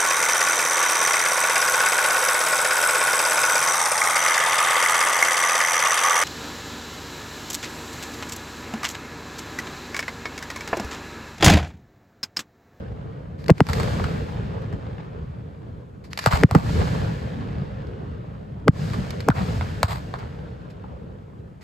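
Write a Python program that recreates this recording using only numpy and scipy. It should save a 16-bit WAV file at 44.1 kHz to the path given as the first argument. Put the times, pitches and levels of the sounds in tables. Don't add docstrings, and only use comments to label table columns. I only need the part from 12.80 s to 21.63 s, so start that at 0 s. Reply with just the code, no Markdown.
import sys
import numpy as np
from scipy import signal
from scipy.fft import rfft, irfft, next_fast_len
from scipy.io import wavfile
from scipy.ndimage import uniform_filter1d, minimum_filter1d, map_coordinates

SR = 44100
rng = np.random.default_rng(int(sys.argv[2]) if len(sys.argv) > 2 else 0)


def digitize_waveform(pressure):
    field = np.atleast_2d(pressure).T
    bounded = np.clip(field, -1, 1)
    quanta = np.round(bounded * 32767).astype(np.int16)
    wavfile.write(sys.argv[1], SR, quanta)


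N = 389403

# (per Hz, relative)
AIR_SPECTRUM = [(1500, 2.5), (3000, -3.5), (7500, -1.5), (10000, -0.5), (12500, -7.5), (15000, -22)]
# pitch_hz, correlation (limited to +-0.98 in use)
LIKENESS = [(30, .93), (80, 0.98), (200, 0.85), (400, 0.18), (750, -0.33), (1550, -0.42), (1750, 0.79),
            (3300, 0.48), (5800, 0.23), (7100, 1), (9200, -0.86), (10200, -2.3), (11000, -0.026),
            (12000, 0.57), (15000, 0.82)]

# start_s, echo_db
EARLIER_VOLLEY = (-1.64, 10)
# near_db, near_t60_s, far_db, far_t60_s, distant_slopes_db
RUMBLE_DECAY = (-18.5, 1.63, -34, 10.5, -58.5)
ROAR_DECAY = (-30.5, 2, -42, 9.5, -53)
HISS_DECAY = (-36.5, 2.13, -48, 6, -74.5)
FIZZ_DECAY = (-39, 1.5, -67, 5, -103)
# (per Hz, relative)
RUMBLE_SPECTRUM = [(20, -51), (40, -11), (65, 0.5), (110, 2), (170, 0), (240, -9), (330, -15), (600, -78)]
ROAR_SPECTRUM = [(180, -20), (330, -2.5), (450, 7), (540, 2), (650, -4.5), (1000, -8.5), (1550, -13.5),
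                 (2200, -72)]
HISS_SPECTRUM = [(1000, -3.5), (1550, 5), (2000, -2), (3000, -5.5), (4500, -12.5), (6000, -23),
                 (9000, -30.5), (12500, -49), (16000, -74)]
FIZZ_SPECTRUM = [(2000, -11.5), (4500, -2), (6000, -9), (9000, -11.5), (13000, -20.5), (15500, -37.5)]
# (per Hz, relative)
CLAP_SPECTRUM = [(200, -17), (500, -0.5), (1100, -1), (1800, -13), (3000, -22), (6000, -32.5),
                 (12000, -67.5)]
CRACKLE_SPECTRUM = [(250, -26.5), (600, 13), (1400, 0.5), (2500, -5.5), (5000, -16.5), (8000, -34.5),
                    (14000, -68.5)]
# centre_s, level_db, half_width_s (Gaussian sigma)
SURGES = [(1.09, -26, 0.082), (2.17, -39.5, 0.099), (4.011, -15.5, .03), (6.11, -36, 0.077),
          (6.601, -21, 0.031)]
# (per Hz, relative)
SURGE_SPECTRUM = [(60, -15.5), (120, 16), (200, 5.5), (330, -15), (500, -3.5), (1300, -10), (2000, -18.5),
                  (4000, -27), (8000, -51), (14000, -69)]
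# centre_s, level_db, pitch_hz, half_band_octaves, half_width_s (sigma)
ECHO_SWELLS = [(0.122, -32, 84, .6, 0.028), (1.263, -33, 119, 0.77, .012), (1.949, -41.5, 377, 0.47, 0.026),
               (2.259, -42, 150, .5, 0.039), (2.45, -31.5, 81, 0.69, 0.024), (3.48, -12, 100, 0.18, 0.01),
               (3.971, -20, 83, 0.26, 0.048), (4.621, -32, 164, 0.66, 0.07),
               (4.82, -27.5, 150, 0.47, 0.017), (5.15, -40.5, 370, 0.54, .03),
               (5.321, -34, 85, 0.67, 0.042), (6.036, -17, 160, 0.28, 0.017),
               (6.191, -21, 170, 0.43, 0.021), (6.517, -14.5, 1420, 0.18, 0.0074),
               (6.585, -33, 1400, 1, .025), (6.517, -13, 95, .5, 0.0075), (6.621, -18, 165, 0.39, 0.02),
               (6.731, -24.5, 74, 0.74, 0.067), (7.127, -20, 96, 0.71, .025), (8.149, -35.5, 80, .6, 0.019)]

# start_s, level_db (before a common trim), t60_s
CRACKS = [(.58, -40, 0.31), (.642, -31.5, 0.014), (.661, -32, 0.026), (0.6823, -17.5, 0.024),
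          (0.781, -16, 0.019), (.868, -10.5, .015), (.932, -6, 0.029), (1.82, -41.5, .03),
          (3.238, -38.5, 0.14), (3.301, -35, 0.3), (3.332, -19.5, 0.012), (3.375, -16, 0.025),
          (3.389, -14.5, 0.042), (3.395, -18.5, 0.52), (3.441, -21, 0.0083), (5.07, -45, .025),
          (6.306, -19.5, .022), (6.404, -23, .034), (7.003, -40.5, 0.023), (7.386, -35, .07),
          (7.901, -42, 0.08), (8.807, -38, 0.22)]
# (per Hz, relative)
CRACK_SPECTRUM = [(200, -17.5), (900, 6), (2000, 6.5), (3300, -4), (4600, 3.5), (6000, -7.5),
                  (12000, -12.5), (14000, -28), (16000, -68.5)]

# start_s, peak_db (nominal, ahead of the limiter),
# echo_db, sharpness (0 boom to 1 report), thump_db, bark_db, snap_db, near_scatter_db, building_slap_db
BANGS = [(.6965, 5.5, -35, 0.18, -4.5, 2.5, -16, -18, -33), (.7022, 15, 0, 0.49, 18.5, -8, 1, -14, -18),
         (0.8047, 11.5, 6.5, 0.43, 1, -3.5, -7, -31, -31), (.888, -6.5, -27, 0.95, 12, 1, 9, 4.5, -1.5),
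         (.999, -14, -22, 0.7, 5, -4, 6, 2, -33), (1.032, -15, -23.5, 1, -8, -12, 5, -2, -20),
         (1.197, -22, -35, 0.95, 6, 5, -11, -1.5, -17), (1.241, -17.5, -33.5, 0.7, 2, -8.5, -8, -1, -6),
         (1.926, -24.5, -29.5, 0.4, 14.5, -5.5, 1, 8, -20), (3.4607, 4, 1, 0.77, 3.5, 0.5, 9, 0.5, -2.5),
         (3.525, -7, -24, 1, 5.5, -6, -10.5, 7, -29), (3.635, 19, -0.5, 0.48, 5.5, -5.5, -6.5, -28, -26),
         (3.711, 1, -28, 0.87, 11.5, 5.5, 11.5, -7.5, -2), (3.7495, 17, 7, 0.45, 22.5, 4.5, 8.5, 1, -17),
         (5.8806, 15, 2.5, 0.48, 5, -1, -3.5, -28, -36), (6.1, -16, -30, 0.87, 15, -3, 0, -3, -10),
         (6.134, -20, -30, 0.95, 7, -2.5, -1, 4.5, -16), (6.4862, 8.5, 3, 0.34, 11.5, 7, 21.5, -18.5, -18),
         (6.502, -3.5, -20, 1, 4.5, 1.5, -8, -8, -4.5), (6.81, -21.5, -43, 0.8, -2.5, -7, -19.5, 1, -7),
         (7.0305, 4.5, -9.5, 0.96, 2.5, 2.5, 9.5, -10.5, -9.5), (7.339, -20, -28, 1, 4.5, 1, -16, 1, -3),
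         (8.041, -33, -51, 0.4, -6.5, 32, -40, -4, -4.5)]
# (per Hz, relative)
BOOM_SPECTRUM = [(25, -31), (60, -32), (110, -11.5), (165, 1.5), (220, -3.5), (275, 7), (340, -7),
                 (445, -1.5), (540, -10.5), (1000, -25.5), (2000, -31.5), (3000, -38), (3800, -56),
                 (5000, -43), (7400, -53), (8600, -52.5), (10000, -71.5), (12000, -56.5), (16000, -82.5)]
REPORT_SPECTRUM = [(25, -20.5), (70, 5), (110, 6.5), (170, -4.5), (300, -25.5), (580, -12.5), (800, -10),
                   (1150, -12.5), (1700, -21), (2250, -19.5), (2900, -26), (4500, -21.5), (6000, -37.5),
                   (8000, -27.5), (10000, -43), (12000, -31.5), (16000, -53.5)]
# pitch_hz, level_db
NEAR_COLOUR = [(60, -2.5), (300, -10.5), (650, 4.5), (1450, 13), (2100, 2.5), (5000, 2.5), (15000, -5)]
SLAP_COLOUR = [(60, -3.5), (300, -6.5), (650, 7.5), (1300, 9.5), (5000, 4), (15000, -2.5)]
# pitch_hz, delay_ms
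MIC_DELAY = [(50, 14.64), (100, 17.26), (160, 13.47), (250, 10.03), (400, 1.9), (700, 1.5), (1500, 0.45),
             (4000, 0.48)]
# pitch_hz, left_lead_rad (shrinks to none as sharpness reaches 1)
PORT_PHASE = [(50, 0.92), (130, 0.9), (350, 0.45), (800, -0.4), (1500, 0.12), (2500, -0.12), (4500, .8),
              (7000, 0.39)]
# pitch_hz, left_minus_right_db
PORT_BALANCE = [(500, 0), (1000, 7), (2000, 5.5), (4000, 3.5), (8000, -0.5)]
# pitch_hz, level_db
TEAR_COLOUR = [(100, -28.5), (450, 4.0), (900, 10.5), (1400, 13), (2100, 11.5), (3000, 6.0), (6000, 5.5),
               (14000, -9.0)]
# pitch_hz, level_db
PRE_RING_COLOUR = [(190, -51), (350, -3.5), (700, 0.5), (1800, -1), (2800, -22), (6000, -59)]

ECHO_DELAY_S, ECHO_RISE_S = 0.025, 0.065
SLOPES_DELAY_S, SLOPES_SPREAD_S = 1.45, 0.23
SWELL_RUMBLE_DB, SWELL_ROAR_DB, SWELL_HISS_DB = 1.2, 1.3, 0.6
CRACK_TRIM_DB = -7.5
CRACK_CLICK_DB, CRACK_CLICK_T60_S = -1.5, 0.0019
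TEAR_DB, TEAR_T60_S = -7, 0.014
RUN_UP_S = 0.08
PORT_LAG_MS = 0.02
TOP_HZ = 16100


def amp(db):
    return 10 ** (np.asarray(db) / 20)


def unit(x):
    return x / np.sqrt(np.mean(x ** 2) + 1e-20)


def along(points, hz):
    f, v = np.transpose(points)
    return np.interp(np.log(hz + 1), np.log(f), v)


def wobble(rate):
    knots = rng.standard_normal(int(N * rate / SR) + 4)
    return map_coordinates(knots, [np.arange(N) * rate / SR])


def filtered(x, response):
    n = x.shape[-1]
    m = next_fast_len(n + SR // 10)
    spectrum = rfft(x, m) * response(np.fft.rfftfreq(m, 1 / SR))
    return irfft(spectrum, m)[..., :n]


def spread(pair, spectrum):
    def mid_side(hz):
        turn = np.arccos(np.clip(along(LIKENESS, hz), -.98, .98)) / 2
        return amp(along(spectrum, hz)) * np.array([np.cos(turn), np.sin(turn)])

    mid, side = filtered(pair, mid_side)
    return np.array([mid + side, mid - side]) / np.std(mid)


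def add(out, sound, s):
    start = round(s * SR)
    sound, start = sound[:, max(-start, 0):], max(start, 0)
    part = out[:, start:start + sound.shape[1]]
    part += sound[:, :part.shape[1]]


def ragged(size, grain_s, depth_db):
    place = np.arange(size) / (grain_s * SR)
    knots = rng.standard_normal(size // 10 + 4)
    strength = np.clip(map_coordinates(knots, [place], order=1), -2, 2)
    return unit(amp(depth_db * strength) * rng.standard_normal((2, size)))


def steady_hiss(floor_db):
    return amp(floor_db) * spread(rng.standard_normal((2, N)), AIR_SPECTRUM)


def roll_db(near_db, near_t60, far_db, far_t60, slopes_db):
    t = np.arange(0, N + 200, 200) / SR
    volleys = [EARLIER_VOLLEY] + [(row[0], row[2]) for row in BANGS]
    s, db = np.transpose(volleys)
    age = np.maximum(t - s[:, None] - ECHO_DELAY_S, 0)
    gather = amp(db)[:, None] * (1 - np.exp(-age / ECHO_RISE_S))
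    near = amp(near_db - 60 * age / near_t60)
    far = amp(far_db - 60 * age / far_t60)
    slopes = amp(slopes_db) * np.exp(-.5 * ((age - SLOPES_DELAY_S) / SLOPES_SPREAD_S) ** 2)
    power = (gather ** 2 * (near ** 2 + far ** 2 + slopes ** 2)).sum(0)
    return np.interp(np.arange(N) / SR, t, 10 * np.log10(power + 1e-20))


def reflections(spectrum, rate, size_db, wash):
    arrive = rng.random(N) < rate / SR
    sizes = amp(size_db * rng.standard_normal(N)) * rng.standard_normal((2, N))
    return spread(unit(arrive * sizes) + wash * rng.standard_normal((2, N)), spectrum)


def patchy(x, depth_db):
    z = signal.stft(x, nperseg=1024)[2]
    field = uniform_filter1d(rng.standard_normal(z.shape[1:]), size=4, axis=0)
    field = uniform_filter1d(field, size=8, axis=1)
    return unit(signal.istft(z * amp(depth_db * unit(field)), nperseg=1024)[1][:, :N])


def slaps(spectrum, rate, size_db, t60):
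    arrive = (rng.random(N) < rate / SR) * amp(size_db * rng.uniform(-0.96, 1, N))
    decay = amp(-60 * np.arange(SR // 10) / SR / t60)
    envelope = signal.fftconvolve(arrive, decay)[:N]
    return spread(envelope * rng.standard_normal((2, N)), spectrum)


def surges():
    t = np.arange(N) / SR
    level = sum(amp(db) * np.exp(-.5 * ((t - s) / width) ** 2) for s, db, width in SURGES)
    return level * spread(ragged(N, grain_s=.004, depth_db=6.0), SURGE_SPECTRUM)


def echo_swells():
    out = np.zeros((2, N))
    t = np.arange(-SR // 4, SR // 4) / SR
    for s, db, hz, octaves, width in ECHO_SWELLS:
        shape = np.exp(-.5 * (t / width) ** 2)
        skirt = 2 ** octaves
        band = [(hz / skirt ** 2, -45), (hz / skirt, -6), (hz, 0),
                (hz * skirt, -6), (hz * skirt ** 2, -35), (hz * skirt ** 4, -100)]
        noise = shape * spread(rng.standard_normal((2, len(t))), band)
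        add(out, amp(db) * unit(noise) * np.sqrt(np.mean(shape ** 2)), s + t[0])
    return out


def echo():
    swell, hiss_db = wobble(13), roll_db(*HISS_DECAY)
    rumble = reflections(RUMBLE_SPECTRUM, rate=290, size_db=0.5, wash=1.4)
    rumble = amp(roll_db(*RUMBLE_DECAY) + SWELL_RUMBLE_DB * swell) * rumble
    roar = patchy(reflections(ROAR_SPECTRUM, rate=300, size_db=2.0, wash=1.58), depth_db=2.5)
    roar = amp(roll_db(*ROAR_DECAY) + SWELL_ROAR_DB * swell) * roar
    hiss = patchy(reflections(HISS_SPECTRUM, rate=520, size_db=4.5, wash=2.7), depth_db=1.5)
    hiss = amp(hiss_db + SWELL_HISS_DB * swell) * hiss
    claps = amp(hiss_db - 7) * slaps(CLAP_SPECTRUM, rate=48, size_db=7.5, t60=0.057)
    crackle = amp(hiss_db - 5.5) * slaps(CRACKLE_SPECTRUM, rate=210, size_db=5, t60=0.014)
    fizz = amp(roll_db(*FIZZ_DECAY)) * spread(rng.standard_normal((2, N)), FIZZ_SPECTRUM)
    return rumble + roar + hiss + claps + crackle + surges() + echo_swells() + fizz


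def cracks():
    out, t = np.zeros((2, N)), np.arange(SR // 4) / SR
    for s, db, t60 in CRACKS:
        spray = spread(ragged(len(t), grain_s=0.0008, depth_db=0), CRACK_SPECTRUM)
        rise = 1 - np.exp(-t / (0.28 * t60 ** 2))
        fall = amp(-60 * t / t60) + amp(CRACK_CLICK_DB - 60 * t / CRACK_CLICK_T60_S)
        add(out, amp(db + CRACK_TRIM_DB) * spray * rise * fall, s)
    return out


def blast_colour(hz, sharp, thump_db, bark_db, snap_db):
    colour = (1 - sharp) * along(BOOM_SPECTRUM, hz) + sharp * along(REPORT_SPECTRUM, hz)
    bark = bark_db * np.exp(-np.log2((hz + 1) / 880) ** 2)
    thump = thump_db / (1 + (hz / 420) ** 4)
    snap = snap_db * hz ** 2 / (hz ** 2 + 5000 ** 2)
    return amp(colour + bark + thump + snap)


def casing_tear(hz, t, sharp):
    decay = amp(-60 * t / TEAR_T60_S)
    decay = amp(TEAR_DB - 6 * (1 - sharp)) * decay / np.linalg.norm(decay)
    return rfft(rng.standard_normal(len(t)) * decay) * amp(along(TEAR_COLOUR, hz))


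def nearby_spray(t, scatter_db, slap_db):
    near = ragged(len(t), grain_s=.0016, depth_db=3.0) * amp(-60 * t / 0.13)
    near = spread(near, NEAR_COLOUR)
    late = np.maximum(t - 0.044, 0) / 0.025
    slap = spread(ragged(len(t), grain_s=0.0027, depth_db=3) * late * np.exp(-late), SLAP_COLOUR)
    near = amp(scatter_db) * near / np.linalg.norm(near[0])
    slap = amp(slap_db) * slap / np.linalg.norm(slap[0])
    return rfft(near + slap)


def blast(sharp, thump_db, bark_db, snap_db, scatter_db, slap_db):
    size = 16384
    hz, t = np.fft.rfftfreq(size, 1 / SR), np.arange(size) / SR

    def lag(ms):
        return np.exp(-2j * np.pi * hz * ms / 1000)

    colour = blast_colour(hz, sharp, thump_db, bark_db, snap_db)
    ground = (1 - sharp) * amp(-17) * lag(6.37) / (1 + (hz / 1500) ** 2)
    direct = np.array([lag(-PORT_LAG_MS / 2), lag(PORT_LAG_MS / 2)]) * (1 + ground)
    direct = direct * amp(np.outer([.5, -.5], along(PORT_BALANCE, hz)))
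    ports = np.exp(1j * (1 - sharp) * np.outer([.5, -.5], along(PORT_PHASE, hz)))
    tear = casing_tear(hz, t, sharp)
    spray = nearby_spray(t, scatter_db, slap_db)
    phase = 2 * np.pi * np.cumsum(along(MIC_DELAY, hz)) * hz[1] / 1000
    smear = np.exp(-1j * phase)
    pre_ring = amp(-19) * (1 - sharp) * np.exp(1j * 0.84 * phase) * lag(-2.1)
    pre_ring = pre_ring * amp(along(PRE_RING_COLOUR, hz))
    pulse = irfft(colour * ports * (smear * (direct + tear + spray) + pre_ring))
    peak = np.abs(irfft(colour * smear)).max()
    return np.roll(pulse, round(RUN_UP_S * SR), axis=1) / peak


def bangs():
    out = np.zeros((2, N))
    for s, db, _, *character in BANGS:
        add(out, amp(db) * blast(*character), s - RUN_UP_S)
    return out


def scene(floor_db=-77):
    return steady_hiss(floor_db) + echo() + cracks() + bangs()


def limiter(x, ceiling, ahead_s, hold_s, release_s):
    cut = 1 - 1 / np.maximum(np.abs(x).max(0) / ceiling, 1)
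    ahead, hold = int(ahead_s * SR), int(hold_s * SR)
    held = -minimum_filter1d(-cut, hold, origin=(hold - 1) // 2)
    elapsed = np.arange(N) / SR / release_s
    cut = np.exp(np.maximum.accumulate(np.log(held + 1e-20) + elapsed) - elapsed)
    gain_db = 20 * np.log10(1 - cut)
    return x * amp(uniform_filter1d(minimum_filter1d(gain_db, ahead), ahead))


def record(dry):
    limited = limiter(dry, ceiling=0.99, ahead_s=0.0043, hold_s=0.049, release_s=0.23)
    rounded = limited / (1 + np.abs(limited / .95) ** 6) ** (1 / 6)
    return filtered(rounded, lambda hz: hz < TOP_HZ)


dry = scene()
out = record(dry)
digitize_waveform(out)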